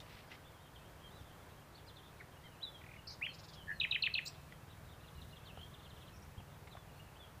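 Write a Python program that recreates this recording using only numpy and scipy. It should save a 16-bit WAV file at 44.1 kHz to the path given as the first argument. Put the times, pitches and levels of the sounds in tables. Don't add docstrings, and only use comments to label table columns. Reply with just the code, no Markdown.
import sys
import numpy as np
from scipy import signal
from scipy.fft import rfft, irfft, next_fast_len
from scipy.io import wavfile
from scipy.ndimage import uniform_filter1d, map_coordinates

SR = 44100
rng = np.random.default_rng(int(sys.argv[2]) if len(sys.argv) > 2 else 0)


def unload_audio(sound):
    columns = np.transpose(np.atleast_2d(sound))
    steps = np.round(np.clip(columns, -1, 1) * 32767)
    wavfile.write(sys.argv[1], SR, steps.astype(np.int16))


N = 326340

# (time [s], pitch [Hz], level [dB])
WHISTLE = [(2.604, 2740, -70), (2.627, 3680, -53), (2.632, 3977, -42), (2.648, 3860, -42.5),
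           (2.660, 3580, -57), (2.685, 3470, -52), (2.705, 3460, -70)]
UPSLUR = [(3.212, 1746, -53.5), (3.229, 2520, -35.5), (3.252, 2980, -45), (3.261, 3440, -51.5),
          (3.266, 2470, -36.5), (3.272, 1610, -47.5)]
# (time from onset [s], pitch [Hz], level [dB])
CLACK_HOOK = [(0, 4370, -51.5), (.003, 3980, -32.5), (.006, 3840, -30.5), (.009, 3490, -40.5),
              (.012, 3166, -41), (.016, 2630, -33.5), (.021, 2530, -31.5), (.027, 2625, -40),
              (.033, 2600, -44)]
CLACK_DROP = [(0, 3750, -46), (.003, 3303, -34.5), (.007, 3010, -35.5), (.012, 2510, -29.5),
              (.016, 2330, -35.5), (.019, 1957, -31), (.022, 1510, -52.5)]
# (hook time [s], hook gain [dB], opening pitch [ratio], drop time [s], drop gain [dB])
CLACKS = [(3.799, 0.5, 0.98, 3.8325, -2), (3.910, 0, 0.98, 3.9445, -1), (4.022, 1, 1.1, 4.056, -1.5),
          (4.138, 0, 1.084, 4.1735, -4)]
# (time [s], length [s], start [Hz], middle [Hz], end [Hz], level [dB], overtone [dB])
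FLICK = [(4.253, .014, 6700, 7380, 7750, -54.5, -6), (4.258, 0.01, 3650, 4540, 5904, -46, -28),
         (4.267, .02, 5870, 7630, 7850, -53, -9), (4.268, .018, 3620, 4720, 5900, -45, -30)]

ARCH = (.8, .72, 0.0053)
FALL = (1.2, .86, 0.034)
PIPE = (1.02, .93, .004)
CHIP = (.92, 1.05, 0.041)
# (time [s], length [s], pitch [Hz], relative level [dB])
FAR_ARCHES = [(.455, 0.063, 3630, -71), (0.579, .12, 3760, -73), (1.095, 0.13, 3950, -67),
              (2.423, .065, 2140, -61), (4.69, 0.048, 3900, -66), (4.888, .055, 3770, -65.5),
              (6.369, 0.041, 3280, -60.5)]
FAR_FALLS = [(.745, 0.033, 3230, -63), (1.765, 0.032, 3650, -64), (1.878, 0.031, 3830, -59),
             (1.954, .05, 3600, -59.5), (6.71, .036, 3700, -60)]
FAR_PIPES = [(1.03, .07, 3180, -63.5), (2.436, 0.044, 3180, -60.5), (2.715, .065, 3330, -61),
             (2.964, 0.048, 2880, -63), (3.263, 0.046, 3150, -51), (3.285, 0.051, 4280, -62.5),
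             (3.558, 0.039, 3350, -58), (3.596, .038, 3065, -59), (3.731, .068, 4230, -65.5),
             (7.191, 0.064, 3416, -59)]
# (time [s], pitch [Hz], relative level [dB])
FAR_CHIPS = [(1.745, 4300, -61), (1.863, 4880, -65), (6.131, 5450, -65), (6.16, 5680, -63),
             (6.218, 5500, -62.5), (6.99, 2830, -58.5), (7.153, 2930, -59)]

# (frequency [Hz], T60 [s])
THICKET_T60 = [(1000, 0.13), (3000, 0.25), (8000, 0.052)]
# (frequency [Hz], gain [dB])
LEAF_SCATTER = [(1500, -1.5), (2800, 0.5), (4200, 0), (8000, 6.5)]
# (time [s], length [s], level [dB])
RUSTLES = [(0, 0.29, -63), (.285, 0.09, -58)]
# (time [s], level [dB], centre [Hz], T60 [s])
TICKS = [(.002, -52.5, 3660, 0.094), (.316, -48.5, 2060, .08), (4.523, -52, 1970, 0.048),
         (5.574, -38.5, 720, 0.017), (6.379, -44, 90, 0.088), (6.401, -51, 700, .04),
         (6.672, -54, 2160, .06), (6.752, -49, 700, .035), (6.768, -50, 1100, .06)]

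# (frequency [Hz], relative density [dB])
LEAF_SPECTRUM = [(900, -24), (2000, 3), (3500, -2), (5500, -9), (8000, -34)]
RUMBLE_SPECTRUM = [(20, -14), (40, -4.5), (65, 1.5), (130, -2.5), (200, -7.5), (280, -20), (500, -36.5)]
RUSH_SPECTRUM = [(120, -12.5), (280, 0), (550, 0), (1000, -1.5), (1600, -5), (2500, -12), (4000, -18),
                 (7000, -28)]
HISS_SPECTRUM = [(500, -8.5), (4000, 1.5), (9000, -0.5), (15000, -1.5)]
# (time [s], rumble [dB], rush [dB])
DISTANT_LEVELS = [(0.0, -57, -61), (0.62, -63, -63), (1.19, -59.5, -61.5), (2.16, -63, -62.5),
                  (3.83, -58.5, -63), (6.68, -58.5, -63), (7.4, -60.5, -62)]
HUM_ORDERS = (3, 4, 5, 6, 7, 8, 10)
HUM_LINE_DB = [-71.5, -67, -64, -70, -65, -65, -75]
# (time [s], gain [dB])
HUM_SWELL = [(1.3, -6), (3.8, -1.5), (6.5, -1.5), (7.4, -5)]


def nightingale():
    song = buzzes()
    song += trill(2.812, spacing_s=.0248, length_s=.012, start_hz=2610, end_hz=1760,
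                  first_db=-59, last_db=-56, jitter=.055)
    add(song, 2.2, slur(.023, start_hz=2470, middle_hz=1940, end_hz=1800, db=-52, jitter=.05))
    for points in (WHISTLE, UPSLUR):
        add(song, points[0][0], contour(points))
    for hook_s, hook_db, opening, drop_s, drop_db in CLACKS:
        add(song, hook_s, amp(hook_db) * contour(CLACK_HOOK, opening))
        add(song, drop_s, amp(drop_db) * contour(CLACK_DROP, opening, jitter=.014))
    for at_s, *shape in FLICK:
        add(song, at_s, slur(*shape, jitter=.023))
    flutter_db = 1.06 * wobble(300)
    return song * amp(flutter_db)


def syrinx(hz, gain, overtone_db=-48, jitter=.0039):
    phase = 2 * np.pi * np.cumsum(hz * (1 + jitter * wobble(502, len(hz)))) / SR
    edges = signal.windows.tukey(len(hz), min(1, SR / 500 / len(hz)))
    return np.sqrt(2) * gain * edges * (np.sin(phase) + amp(overtone_db) * np.sin(2 * phase))


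def contour(points, opening=1, jitter=.0044):
    times_s, hz, db = np.transpose(points)
    times_s = np.sort(times_s)
    t = np.arange(times_s[0], times_s[-1], 1 / SR)
    tension = opening ** (np.linspace(1, 0, len(t)) ** 2)
    pitch_hz = uniform_filter1d(np.interp(t, times_s, hz), size=64) * tension
    return syrinx(pitch_hz, amp(np.interp(t, times_s, db)), jitter=jitter)


def slur(length_s, start_hz, middle_hz, end_hz, db, overtone_db=-48, jitter=.0058):
    u = np.linspace(0, 1, int(length_s * SR))
    hz = np.polyval(np.polyfit([0, .5, 1], [start_hz, middle_hz, end_hz], 2), u)
    return syrinx(hz, amp(db) * np.abs(np.sin(np.pi * u)) ** .5, overtone_db, jitter)


def trill(at_s, spacing_s, length_s, start_hz, end_hz, first_db, last_db, jitter, count=7):
    run = np.zeros(N)
    middle_hz = (start_hz + end_hz) / 2
    for k, db in enumerate(np.linspace(first_db, last_db, count)):
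        add(run, at_s + k * spacing_s, slur(length_s, start_hz, middle_hz, end_hz, db, jitter=jitter))
    return run


def buzzes():
    song = np.zeros(N)
    add(song, 3.069, rasp(.076, hz=4560, swing_hz=380, rate_hz=176, db=-50))
    for k in range(5):
        soft = buzz(.038, hz=4470, swing_hz=700, rate_hz=190, db=-58, upper_db=-9, dip_db=4.5, jitter=.06)
        add(song, 3.329 + k * .0487, soft)
    purr = buzz(.079, hz=1704, swing_hz=114, rate_hz=94, db=-36, upper_db=-45, dip_db=13, jitter=.022)
    add(song, 3.668, purr)
    return song


def rasp(length_s, hz, swing_hz, rate_hz, db, upper_db=-10, attack_s=.0054, fade_db=10, jitter=.049):
    t = np.arange(int(length_s * SR)) / SR
    u = t / length_s
    swing = np.sin(2 * np.pi * rate_hz * t)
    gain = amp(db - fade_db * u ** 2 + 1.5 * swing) * np.minimum(1, t / attack_s)
    pitch_hz = hz + swing_hz * swing
    upper = syrinx(pitch_hz * (1.09 + .25 * u), gain * amp(upper_db), jitter=jitter)
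    return syrinx(pitch_hz, gain, jitter=jitter) + upper


def buzz(length_s, hz, swing_hz, rate_hz, db, upper_db, dip_db, jitter, upper_ratio=1.33, climb_hz=0):
    t = np.arange(int(length_s * SR)) / SR
    swing = -np.cos(2 * np.pi * rate_hz * t)
    gain = amp(db + dip_db * (swing - 1) / 2) * np.abs(np.sin(np.pi * t / length_s)) ** 1.4
    pitch_hz = hz + swing_hz * swing + climb_hz * (t / length_s - .5)
    lower = syrinx(pitch_hz, gain, jitter=jitter)
    return lower + syrinx(pitch_hz * upper_ratio, gain * amp(upper_db), jitter=jitter)


def far_birds():
    song = far_phrase()
    for shape, rows in ((ARCH, FAR_ARCHES), (FALL, FAR_FALLS), (PIPE, FAR_PIPES)):
        for at_s, length_s, hz, db in rows:
            add(song, at_s, far_note(shape, length_s, hz, db))
    for at_s, hz, db in FAR_CHIPS:
        add(song, at_s, far_note(CHIP, .022, hz, db))
    return song * amp(-3 + 3.05 * wobble(140))


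def far_phrase():
    song = trill(5.733, spacing_s=.0555, length_s=.026, start_hz=4270, end_hz=2600,
                 first_db=-61.5, last_db=-61, jitter=.008)
    for k in range(3):
        at_s, db = 5.004 + k * .1445, -63 + k * 1.5
        add(song, at_s, far_note(ARCH, .04, hz=4130, db=db - 5.5))
        add(song, at_s + .03, far_note(PIPE, .023, hz=2840, db=db))
        add(song, at_s + .063, far_note(FALL, .0276, hz=3600, db=db + 1))
    add(song, 5.449, slur(.07, start_hz=4900, middle_hz=3250, end_hz=2560, db=-58, jitter=.015))
    quaver = buzz(.16, hz=3070, swing_hz=130, rate_hz=53, db=-59, upper_db=-16, dip_db=5,
                  jitter=.027, upper_ratio=1.3, climb_hz=807)
    add(song, 5.53, quaver * amp(np.linspace(-4, 5, len(quaver))))
    return song


def far_note(shape, length_s, hz, db):
    start, end, jitter = shape
    return slur(length_s, hz * start, hz, hz * end, db, jitter=jitter)


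def farthest_birds(db=-71, centre_hz=3200, typical_s=.04, count=160):
    song, shapes = np.zeros(N), (ARCH, FALL, PIPE, CHIP)
    for k, (shift, loudness, pitch, stretch) in enumerate(rng.standard_normal((count, 4))):
        at_s = (k + .5 + shift) / count * N / SR
        length_s = typical_s * np.exp(.3 * stretch)
        hz = centre_hz * np.exp(.16 * pitch)
        add(song, at_s, far_note(shapes[k % len(shapes)], length_s, hz, db + 2 * loudness))
    return song


def foliage(x, leaves_db, trees_db, leaves_t60_s=.092, trees_t60_s=1.0):
    hz, frame_s, bins = signal.stft(rng.standard_normal(SR), SR, nperseg=256)
    decay = amp(-60 * frame_s / along(THICKET_T60, hz)[:, None])
    thicket = signal.istft(bins * decay, SR, nperseg=256)[1][:SR]
    t = np.arange(SR) / SR
    leaves = rng.standard_normal(SR) * amp(-60 * t / leaves_t60_s)
    trees = rng.standard_normal(SR) * amp(-60 * t / trees_t60_s)
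    parts = ((0, thicket), (leaves_db, leaves), (trees_db, trees))
    impulse = sum(amp(db) * part / np.linalg.norm(part) for db, part in parts)
    impulse *= 1 - np.exp(-t / .00033)
    return filtered(signal.fftconvolve(x, impulse)[:N], lambda hz: amp(along(LEAF_SCATTER, hz)))


def leaf_rustles():
    envelope = np.zeros(N)
    for at_s, length_s, db in RUSTLES:
        add(envelope, at_s, amp(db) * signal.windows.tukey(int(length_s * SR), .7))
    return envelope * unit(noise(LEAF_SPECTRUM) * amp(2.7 * wobble(111)))


def twig_ticks(attack_s=.00026):
    ticks = np.zeros(N)
    t = np.arange(SR // 8) / SR
    for at_s, db, centre_hz, t60_s in TICKS:
        band = lambda hz: (1 + (hz / centre_hz - centre_hz / (hz + 1)) ** 2) ** -1.2
        grit = unit(filtered(rng.standard_normal(len(t)), band))
        ring = np.sin(2 * np.pi * centre_hz * t) + .78 * grit
        add(ticks, at_s, amp(db - 60 * t / t60_s) * (1 - np.exp(-t / attack_s)) * ring)
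    return ticks


def distant_rumble():
    rumble_db, rush_db = curves(DISTANT_LEVELS)
    rumble = amp(rumble_db - 1 + 1.2 * wobble(7)) * noise(RUMBLE_SPECTRUM)
    rush = amp(rush_db + 1.5 + .56 * wobble(9)) * noise(RUSH_SPECTRUM)
    return rumble + rush


def hum(throb_hz=20.07):
    turns = np.cumsum(throb_hz * (1 + .002 * wobble(1.97))) / SR
    lines = sum(amp(db + 1.17 * wobble(2.93)) * np.sin(2 * np.pi * order * turns + .5 * wobble(2.02))
                for order, db in zip(HUM_ORDERS, HUM_LINE_DB))
    return np.sqrt(2) * amp(curves(HUM_SWELL)[0]) * lines


def microphone_hiss(db=-71):
    return amp(db) * noise(HISS_SPECTRUM)


def amp(db):
    return 10 ** (np.asarray(db) / 20)


def unit(x):
    return x / np.sqrt(np.mean(x ** 2) + 1e-20)


def along(points, hz):
    knots_hz, values = np.transpose(points)
    return np.interp(np.log(hz + 1), np.log(knots_hz + 1), values)


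def curves(rows):
    times_s, *columns = np.transpose(rows)
    return [np.interp(np.arange(N) / SR, times_s, column) for column in columns]


def wobble(rate_hz, size=N):
    knots = rng.standard_normal(int(size * rate_hz / SR) + 4)
    return map_coordinates(knots, [np.arange(size) * rate_hz / SR])


def filtered(x, response):
    size = next_fast_len(len(x) + SR // 4)
    return irfft(rfft(x, size) * response(np.fft.rfftfreq(size, 1 / SR)), size)[:len(x)]


def noise(spectrum):
    return unit(filtered(rng.standard_normal(N), lambda hz: amp(along(spectrum, hz))))


def add(track, at_s, sound):
    start = int(np.clip(round(at_s * SR), 0, N - 1))
    track[start:start + len(sound)] += sound[:N - start]


def scene():
    near, far, farthest = nightingale(), far_birds(), farthest_birds()
    near_echo = amp(-12.5) * foliage(near, leaves_db=0, trees_db=-8.5)
    far_echo = amp(-8.5) * foliage(far + farthest, leaves_db=-5.5, trees_db=-7.5)
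    birds = near + near_echo + far + far_echo + amp(-8.5) * farthest
    background = leaf_rustles() + twig_ticks() + distant_rumble() + hum() + microphone_hiss()
    return (birds + background)[None]


def record(dry):
    top_hz = 15450
    return filtered(dry[0], lambda hz: hz < top_hz)[None]


dry = scene()
out = record(dry)
unload_audio(out)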